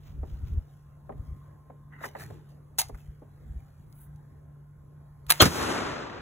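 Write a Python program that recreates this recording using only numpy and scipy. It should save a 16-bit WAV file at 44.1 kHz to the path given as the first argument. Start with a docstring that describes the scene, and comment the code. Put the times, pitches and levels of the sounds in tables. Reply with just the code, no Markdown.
"""First, light wind thumps the microphone and steps cross a wooden deck, with cloth rubbing and a far hum.
Then a flintlock rifle clicks as it is cocked, slides into the shoulder and is fired close to a phone.
Flint strikes steel, a pinch of priming powder fizzes for a tenth of a second, gas roars from a small
hole in the barrel and the main charge bangs. The deck booms and bare woods scatter the shot back."""
import sys
import numpy as np
from scipy import signal
from scipy.fft import rfft, irfft, next_fast_len
from scipy.io import wavfile
from scipy.ndimage import uniform_filter1d, map_coordinates

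SR = 44100
rng = np.random.default_rng(int(sys.argv[2]) if len(sys.argv) > 2 else 0)


def output_pcm(signal):
    """Save a mono or channel-first signal as 16-bit PCM at the path in sys.argv[1].

    Samples are clipped to [-1, 1] before scaling.
    """
    pcm = np.clip(np.atleast_2d(signal).T, -1, 1) * 32767
    wavfile.write(sys.argv[1], SR, np.round(pcm).astype(np.int16))


N = 273861
NOW = np.arange(N) / SR
HALF_SECOND = SR // 2
TOP_HZ = 15950  # where the treble ends


def amp(db):
    """Turn decibels into a number to multiply by."""
    return 10 ** (np.asarray(db) / 20)


def unit(x):
    """Scale x to an average strength (rms) of 1."""
    return x / np.sqrt(np.mean(x ** 2) + 1e-20)


def along(points, hz):
    """Read between (frequency [Hz], value) points, with octaves evenly spaced."""
    freqs, values = np.transpose(points)
    return np.interp(np.log(hz + 1), np.log(freqs + 1), values)


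def wobble(rate):
    """A smooth curve through `rate` random values a second."""
    return map_coordinates(rng.standard_normal(int(N * rate / SR) + 4), [NOW * rate])


def swell(s, db, rise_s, fall_s, hold_s=0):
    """Loudness that climbs 20 dB per rise time to its level at s, holds, then drops 20 dB per fall time."""
    below = np.maximum((s - NOW) / rise_s, (NOW - s - hold_s) / fall_s)
    return amp(db - 20 * np.maximum(below, 0))


def burst(fade_s, attack_s):
    """Half a second of loudness that jumps up, then drops 60 dB per fade time."""
    t = NOW[:HALF_SECOND]
    return amp(-60 * t / fade_s) * (1 - np.exp(-t / attack_s))


def filtered(x, response):
    """Scale and shift each frequency in x by response(hz)."""
    n = x.shape[-1]
    padded = next_fast_len(n + SR // 5)
    return irfft(rfft(x, padded) * response(np.fft.rfftfreq(padded, 1 / SR)), padded)[..., :n]


def noise(colour, size=N, dull_db=0):
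    """Two unrelated noises with the bass-to-treble balance `colour`, darkened by dull_db per octave."""
    def gain(hz):
        level_db = along(colour, hz) - dull_db * np.log2(1 + hz / 1000)
        return amp(level_db) / (1 + (hz / TOP_HZ) ** 80)
    return unit(filtered(rng.standard_normal((2, size)), gain))


def resonant(peaks, size=N):
    """Two unrelated noises coloured by the notes an object likes to ring at."""
    def body(hz):
        return sum((-1) ** k * amp(db) * 1j * hz * width / (pitch ** 2 - hz ** 2 + 1j * hz * width)
                   for k, (pitch, width, db) in enumerate(peaks))
    return unit(filtered(rng.standard_normal((2, size)), body))


def ring(notes, attack_s):
    """A pair of signals made of fading notes, a little different at every hit."""
    out = np.zeros((2, HALF_SECOND))
    for hz, db, fade_s in notes:
        strength = amp(db + rng.normal(0, 1.5))
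        tone = np.sin(2 * np.pi * (hz * NOW[:HALF_SECOND] + rng.random((2, 1))))
        out += strength * burst(fade_s, attack_s) * tone
    return out


def patchy(x, depth_db):
    """Give x drifting louder and softer patches across time and pitch; the top hiss stays smoother."""
    hz, _, spectrum = signal.stft(x, SR, nperseg=1024)
    patches = uniform_filter1d(rng.standard_normal(spectrum.shape[1:]), size=6, axis=0)
    patches = unit(uniform_filter1d(patches, size=9, axis=1))
    depth = depth_db / (1 + (hz[:, None] / 9000) ** 2)
    return unit(signal.istft(spectrum * amp(depth * patches), nperseg=1024)[1][:, :N])


def add(track, s, sound):
    """Mix a sound into a track at time s."""
    part = track[:, round(s * SR):][:, :sound.shape[-1]]
    part += sound[..., :part.shape[1]]


def stereo(pair, likeness):
    """Two close microphones: row 0 is what they share, row 1 how they differ; treble falls out of step."""
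    def shares(hz):
        turn = np.arccos(np.clip(along(likeness, hz), -1, 1)) / 2
        return np.array([np.cos(turn), np.sin(turn)])
    def phase_shift(hz):
        gap = 2 * np.pi * np.maximum(0, hz - 2680) / 4190
        return np.exp(.5j * np.array([gap, -gap]))
    common, apart = filtered(pair, shares)
    return filtered(np.array([common + apart, common - apart]), phase_shift)


# open air with distant traffic: (frequency [Hz], level [dB])
AIR_COLOUR = [(20, -17), (60, -3), (110, -0.5), (220, -13), (400, -18.3), (800, -23.5), (1400, -27),
              (1900, -34), (2600, -47), (4500, -47), (7000, -47.5), (11000, -43), (15500, -47)]
# a far machine drifts louder and softer: (time [s], level [dB])
DRONE_LEVELS = [(.3, -49), (2.7, -52), (4.6, -47.5), (5.3, -50)]
# a faint whine comes and goes: (time [s], level [dB], hold [s])
WHINE_SPELLS = [(1.298, -65.5, .55), (4.25, -73, 0.98)]
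def outdoors(drone_hz=145.3, whine_hz=1055):
    """Distant traffic, the drone of a far machine and a thin whine."""
    air = amp(-54 + 0.89 * wobble(2.9)) * patchy(noise(AIR_COLOUR), depth_db=2.7)
    phase = 2 * np.pi * drone_hz * NOW + 0.67 * wobble(12)
    drone_db = np.interp(NOW, *np.transpose(DRONE_LEVELS)) + 2 * wobble(7)
    drone = amp(drone_db) * np.sin(phase)
    spells = sum(swell(s, db, rise_s=1.3, fall_s=1.3, hold_s=hold) for s, db, hold in WHINE_SPELLS)
    whine = spells * np.sin(2 * np.pi * whine_hz * NOW + 0.907 * wobble(45))
    return air + np.array([drone + whine, np.zeros(N)])


# small swirls of air that thump the microphone: (time [s], level [dB], pitch [Hz])
SWIRLS = [(0.15, -32.5, 75), (0.197, -25, 50), (0.227, -27, 63.5), (.334, -25, 52.4), (0.44, -24.5, 72.4),
          (.528, -23, 61.6), (0.58, -17.5, 61.5), (1.203, -26.5, 69.5), (1.294, -31, 63.7),
          (1.324, -29, 65.6), (2.941, -30.5, 51), (3.094, -33, 59), (3.507, -30, 50.7),
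          (3.571, -27.5, 60.04), (5.278, -38, 64.7)]
def wind(breeze_db=-58):
    """Air flutters on the microphone; each swirl is one swing of pressure amid stronger flutter."""
    wakes = [swell(s, db - 13.5, rise_s=0.19, fall_s=0.055) for s, db, hz in SWIRLS]
    flutter = np.hypot(amp(breeze_db), np.linalg.norm(wakes, axis=0))
    rumble = noise([(15, -13), (40, -4.5), (70, 0), (110, -7), (200, -19.5), (500, -37), (2000, -79.5)])
    out = flutter * rumble
    for s, db, hz in SWIRLS:
        cycles = (NOW - s) * hz
        near = np.abs(cycles) < 2
        out[0, near] += amp(db) * np.sin(2 * np.pi * cycles[near]) * np.exp(-(cycles[near] / 0.77) ** 2)
    return out


# rubs of the sleeve and of the trouser legs: (time [s], level [dB], rise [s])
SLEEVE_RUBS = [(.42, -72, 0.76), (.72, -72.5, .12), (1.25, -69, .25), (2.05, -42.5, 0.038),
               (2.208, -45, .05), (2.31, -65.5, 0.091), (2.5, -67.5, .07), (2.99, -64, 0.14),
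               (3.55, -72.5, .6)]
LEG_RUBS = [(.07, -60.5, .09), (.31, -62.5, .1), (.48, -63.5, .1)]
# fleece, denim and the rifle butt sliding on the shoulder: (frequency [Hz], level [dB])
FLEECE_COLOUR = [(200, -31), (900, -7), (2000, -8), (3500, -10.5), (6000, -13), (9000, -14), (12000, -11),
                 (15500, -12.5)]
DENIM_COLOUR = [(600, -2.5), (1500, -5.5), (3200, -6), (4800, -11.5), (6500, -10.5), (9000, -24),
                (15000, -11)]
BUTT_COLOUR = [(3000, -15.5), (5000, -22), (7000, -19), (9000, 2), (11000, -1), (15500, 0.5)]
def clothes(seated_s=4.03):
    """Cloth rubs in fine grains, one swell per movement; the butt rubs harder until it is seated."""
    def rubs(rows):
        return np.linalg.norm([swell(s, db, rise, fall_s=1.5 * rise) for s, db, rise in rows], axis=0)
    grain = unit(amp(2.8 * wobble(350)))
    sleeve = rubs(SLEEVE_RUBS) * patchy(noise(FLEECE_COLOUR), depth_db=5.5)
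    shoulder = swell(seated_s, db=-56.5, rise_s=.14, fall_s=.05) * noise(BUTT_COLOUR)
    legs = rubs(LEG_RUBS) * noise(DENIM_COLOUR)
    return grain * (sleeve + legs + shoulder)


# shoes landing: (time [s], relative level [dB], scuff adjustment [dB], pitch [Hz])
FOOTFALLS = [(0.231, -33, -27, 500), (1.093, -28, -27, 560), (1.12, -41, -14, 415), (1.699, -37, -25, 520),
             (1.924, -55, 0, 1250), (2.011, -38, -15, 614), (2.038, -30, -3, 1150), (2.051, -32.5, -7, 700),
             (2.15, -30, -13, 808), (2.302, -36, -20, 420), (2.894, -35, -25, 480), (2.945, -52, 0, 1400),
             (3.219, -38.5, -32, 480)]
# a shoe sliding: (time [s], level [dB], rise [s], fall [s])
SHOE_SLIDES = [(1.932, -54.5, .024, .25), (2.046, -39, .035, 0.018), (2.168, -50, 0.016, .02),
               (2.212, -46.5, .03, .045)]
# a sole rubbing on wood: (frequency [Hz], level [dB])
SOLE_COLOUR = [(100, -37), (350, -15), (700, -2.5), (1300, 1), (1900, 0), (2600, -16.5), (5000, -36),
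               (15000, -32)]
# notes of the boards and of the beams under them: (pitch [Hz], width [Hz], level [dB])
BOARD_NOTES = [(225, 67, -2.5), (412, 28, 2), (598, 74, 0.5), (802, 88, 0.5), (977, 310, -4),
               (1340, 160, -14)]
BEAM_NOTES = [(98, 17, 0), (204.6, 60, -16), (318, 70, -16.5), (475, 89, -24.5), (815, 56, -25)]
def feet():
    """Shoes knock, scuff and slide on the boards, which groan as the weight shifts."""
    out = np.zeros((2, N))
    for s, db, scuff_db, pitch in FOOTFALLS:
        # each spot on the deck favours some of the boards' notes
        near_pitch = lambda hz: amp(-6 * np.log2((hz + 1) / pitch) ** 2)
        boards = resonant(BOARD_NOTES, size=HALF_SECOND)
        knock = unit(filtered(boards, near_pitch)) * burst(fade_s=0.046, attack_s=0.002)
        tock = ring([(pitch, -5, .04)], attack_s=0.00055)
        low_notes = unit(filtered(boards, lambda hz: near_pitch(2 * hz)))
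        boom = low_notes * burst(fade_s=0.26, attack_s=0.0054)
        scuff = noise(SOLE_COLOUR, size=HALF_SECOND) * burst(fade_s=0.05, attack_s=.001)
        add(out, s, amp(db - 1) * (knock + tock + amp(-14) * boom))
        add(out, s, amp(db + scuff_db + 3.5) * scuff)
    scrape = patchy(noise(SOLE_COLOUR), depth_db=4.5) * unit(amp(2 * wobble(260)))
    slide = sum(swell(*row) for row in SHOE_SLIDES) * scrape
    groan = swell(s=2.19, db=-46, rise_s=0.04, fall_s=.13, hold_s=0.18) * resonant(BEAM_NOTES)
    return out + slide + groan


# notes of the lock, the rifle's steel firing mechanism: (pitch [Hz], level [dB], fade [s])
STEEL_NOTES = [(725, -14.5, 0.054), (915, -9, 0.15), (1264, -8, 0.067), (2083, -4, 0.1), (2680, -6, 0.048),
               (3880, 3.5, .05), (4340, -7, .05), (4700, -8, 0.046), (6444, -5, 0.06), (6950, -5, 0.039),
               (9010, 1.5, 0.039), (9480, -10, 0.05), (10780, -11, .07), (11860, -14.5, .056),
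               (12820, -9, .07), (14800, 0.5, .05)]
def lock_clicks(contacts, colour, ring_db, tail_db, tail_fade_s):
    """Each steel contact cracks and chatters, rings the lock and scatters off the deck and railing."""
    out = np.zeros((2, N))
    for s, db, fade_s in contacts:
        chatter = unit(amp(2.5 * wobble(900)))[:HALF_SECOND]
        crack = noise(colour, size=HALF_SECOND) * burst(fade_s, attack_s=0.00022) * chatter
        tail = noise(colour, size=HALF_SECOND, dull_db=5.0) * burst(tail_fade_s, attack_s=0.00543)
        steel = ring(STEEL_NOTES, attack_s=0.00044)
        add(out, s, amp(db + 2.5) * (crack + amp(ring_db) * steel + amp(tail_db) * tail))
    return out


# clicks of cocking and raising the rifle: (time [s], relative level [dB], fade [s])
COCKING_CLICKS = [(2.778, -50, 0.04), (2.7843, -19.5, 0.045), (2.789, -19, 0.066), (2.7965, -24, 0.035),
                  (2.8062, -26, 0.028), (2.8146, -21.5, 0.018), (2.8846, -52, 0.049), (2.946, -60, 0.027),
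                  (3.926, -62, 0.025), (4.16, -64.5, .02)]
# their tone: (frequency [Hz], level [dB])
COCKING_COLOUR = [(200, -27), (520, -30), (700, -3), (880, 0), (1100, -12), (2500, -9.5), (3900, -8),
                  (4600, 0), (5500, -5), (6600, -1), (7600, -8.5), (9200, 2), (11000, -5), (15500, -7)]
def cocking():
    """A catch rides into its notch to hold the hammer back; the lock then ticks as the rifle is raised."""
    return lock_clicks(COCKING_CLICKS, COCKING_COLOUR, ring_db=-21, tail_db=-23, tail_fade_s=0.1898)


# clicks of firing, from trigger to hammer stop: (time [s], relative level [dB], fade [s])
STRIKE_CLICKS = [(5.266, -49, 0.022), (5.2965, -24.5, 0.05), (5.3025, -10, 0.033), (5.3088, -11, 0.025),
                 (5.321, -15.5, 0.02)]
# their tone: (frequency [Hz], level [dB])
STRIKE_COLOUR = [(200, -26.5), (400, -20.5), (650, -7), (1300, -3), (2200, -4), (3200, -8), (4400, -2.5),
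                 (5500, -9.5), (7000, -14.5), (9000, -0.5), (12000, -8), (14300, -1.5), (15800, -11)]
def flint_strike():
    """The trigger ticks, flint scrapes a steel lid, the lid flies open and the hammer hits its stop."""
    return lock_clicks(STRIKE_CLICKS, STRIKE_COLOUR, ring_db=-22, tail_db=-31.5, tail_fade_s=0.16)


# the fizzing powder and the jet of gas: (frequency [Hz], level [dB])
FIZZ_COLOUR = [(200, -7), (700, 0.5), (1500, 1.5), (3000, -2.5), (6000, -5.5), (15000, -9.5)]
JET_COLOUR = [(100, -20), (300, -3), (650, -13), (1400, -3), (2000, -11), (2600, -10.5), (3200, 2),
              (3800, -13), (5500, -18.5), (7000, -15.5), (9000, -27.5), (15500, -29)]
# whistles in the jet: (pitch [Hz], width [Hz], level [dB])
JET_WHISTLES = [(350, 40, -8), (611, 49, -0.5), (736, 43, -3), (1230, 61, -2.5), (1457, 38, -4),
                (2188, 27, -5), (3224, 29, 2), (4210, 110, -0.5), (6500, 160, -13.5), (7000, 40, -10)]
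def powder(jet_lead_s=.0165):
    """The flint lights the priming powder; just before the bang, gas jets from the barrel's side hole."""
    sparked_s = STRIKE_CLICKS[1][0]
    caught_s = BLAST_ARRIVALS[1][0] - jet_lead_s
    burn = swell(sparked_s, db=-37, rise_s=0.011, fall_s=.2) * (NOW < caught_s)
    fizz = burn * unit(amp(2.4 * wobble(540))) * noise(FIZZ_COLOUR)
    spurt = swell(caught_s, db=-11.5, rise_s=.0055, fall_s=.011, hold_s=.011)
    emptying = swell(caught_s, db=-33.5, rise_s=.0055, fall_s=0.089)
    jet = amp(-2) * noise(JET_COLOUR) + resonant(JET_WHISTLES)
    return fizz + (spurt + emptying) * jet * unit(amp(1.1 * wobble(600)))


# the echo from trunks, and the bright early one from railing and twigs: (frequency [Hz], level [dB])
TRUNK_ECHO_COLOUR = [(25, -25), (80, -3), (160, -5.5), (320, 0.5), (700, -5), (1400, -4.5), (2200, -13),
                     (4000, -17), (7000, -21), (11000, -27), (15500, -39)]
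TWIG_ECHO_COLOUR = [(800, -19), (2500, -7), (6000, -2), (11000, -9), (15500, -10.5)]
def woods(rise_s=.18, hold_s=.135, fade_db_per_s=29):
    """The echo swells as the shot reaches more trunks; the later it returns, the more treble is lost."""
    fired_s = BLAST_ARRIVALS[1][0]
    hz, t, spectrum = signal.stft(noise(TRUNK_ECHO_COLOUR), SR, nperseg=256)
    late_s = np.maximum(t - fired_s - .27, 0)  # the nearest trees answer with the full treble
    air_loss_db = 52 * late_s * (hz[:, None] / 10000) ** 1.93
    scatter = signal.istft(spectrum * amp(-air_loss_db), SR, nperseg=256)[1][:, :N]
    flicker = unit(amp(0.89 * wobble(220) + 0.43 * wobble(35)))
    age = NOW - fired_s
    reached = np.clip(age / rise_s, 0, 1) ** 1.3
    roll = reached * amp(-28.5 - fade_db_per_s * np.maximum(age - rise_s - hold_s, 0))
    twigs = swell(fired_s + .1, db=-41, rise_s=.2, fall_s=.08, hold_s=.07) * (age > 0)
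    return flicker * (roll * scatter + twigs * noise(TWIG_ECHO_COLOUR))


# the ball leaves, then the blast follows and bounces back from ground and house:
# (time [s], relative roar level [dB], push level [dB], dulling [dB per octave], fade [s])
BLAST_ARRIVALS = [(5.4156, -10, -25.5, -9, 0.056), (5.421, -7, -9.5, 3.3, 0.1),
                  (5.441, -26, -12.5, 0, 0.23), (5.4541, -18, -18, 0, 0.075), (5.4595, -17, -13.5, 6, 0.1)]
# the tone of the roar: (frequency [Hz], level [dB])
ROAR_COLOUR = [(25, -14), (80, -5.5), (200, -3), (450, -3.5), (900, -12), (1400, -4.5), (2200, -11.5),
               (3200, -12.5), (5000, -9), (7000, -15), (11000, -16.5), (15500, -21)]
# notes of the deck shaken by the blast: (pitch [Hz], level [dB], fade [s])
DECK_NOTES = [(82, -1, 0.29), (142.5, -2, 0.172), (177.5, -2, 0.23), (211.6, -1, 0.35), (253, -6, 0.26),
              (284, -3, 0.17), (352, -12, .2), (430, -12, 0.12), (596, -9.5, 0.19), (680, -10.5, 0.12),
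              (742, -7, 0.082)]
def muzzle_blast(push_s=.0015):
    """Each arrival is a push of air with suction after it and a churning roar; the deck booms along."""
    out = np.zeros((2, N))
    age = NOW[:HALF_SECOND] / push_s
    push = (1 - age) * np.exp(-age) * (1 - np.exp(-8 * age))
    for s, roar_db, push_db, dull_db, fade_s in BLAST_ARRIVALS:
        roar = noise(ROAR_COLOUR, size=HALF_SECOND, dull_db=dull_db) * burst(fade_s, attack_s=0.00086)
        add(out, s, amp(roar_db - 0.5) * roar)
        add(out[:1], s, -amp(push_db) * push)
        add(out, s, amp(push_db - 17.5) * ring(DECK_NOTES, attack_s=0.0017))
    return out


# how alike left and right are for near and far sounds: (frequency [Hz], likeness [0-1])
NEAR_LIKENESS = [(100, 0.87), (300, .7), (600, 0.2), (1300, 0.4), (3000, .3), (4500, 1), (7000, 0.9),
                 (14000, 1)]
FAR_LIKENESS = [(60, 1), (130, 1), (290, 0.49), (640, 0.21), (1400, 0.39), (3000, 0.3743), (4700, 1),
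                (9000, 1), (14000, 0.95)]
def scene():
    """The shooter and rifle are near; the background and the woods, a little to the left, are far."""
    clicks = cocking() + flint_strike()
    near = stereo(wind() + feet() + clothes() + clicks + powder() + muzzle_blast(), NEAR_LIKENESS)
    background = stereo(outdoors(), FAR_LIKENESS)
    echo = amp([[.9], [-.8]]) * stereo(woods(), FAR_LIKENESS)
    return near + background + echo


def record(dry):
    """The phone cuts the deepest bass, rounds off the loudest peaks and drops the very highest treble."""
    thinned = filtered(dry, lambda hz: (1j * hz / (20 + 1j * hz)) ** 2)
    rounded = thinned / (1 + np.abs(thinned / .85) ** 6) ** (1 / 6)
    return filtered(rounded, lambda hz: np.clip((TOP_HZ + 350 - hz) / 700, 0, 1) ** 2)


dry = scene()
out = record(dry)
output_pcm(out)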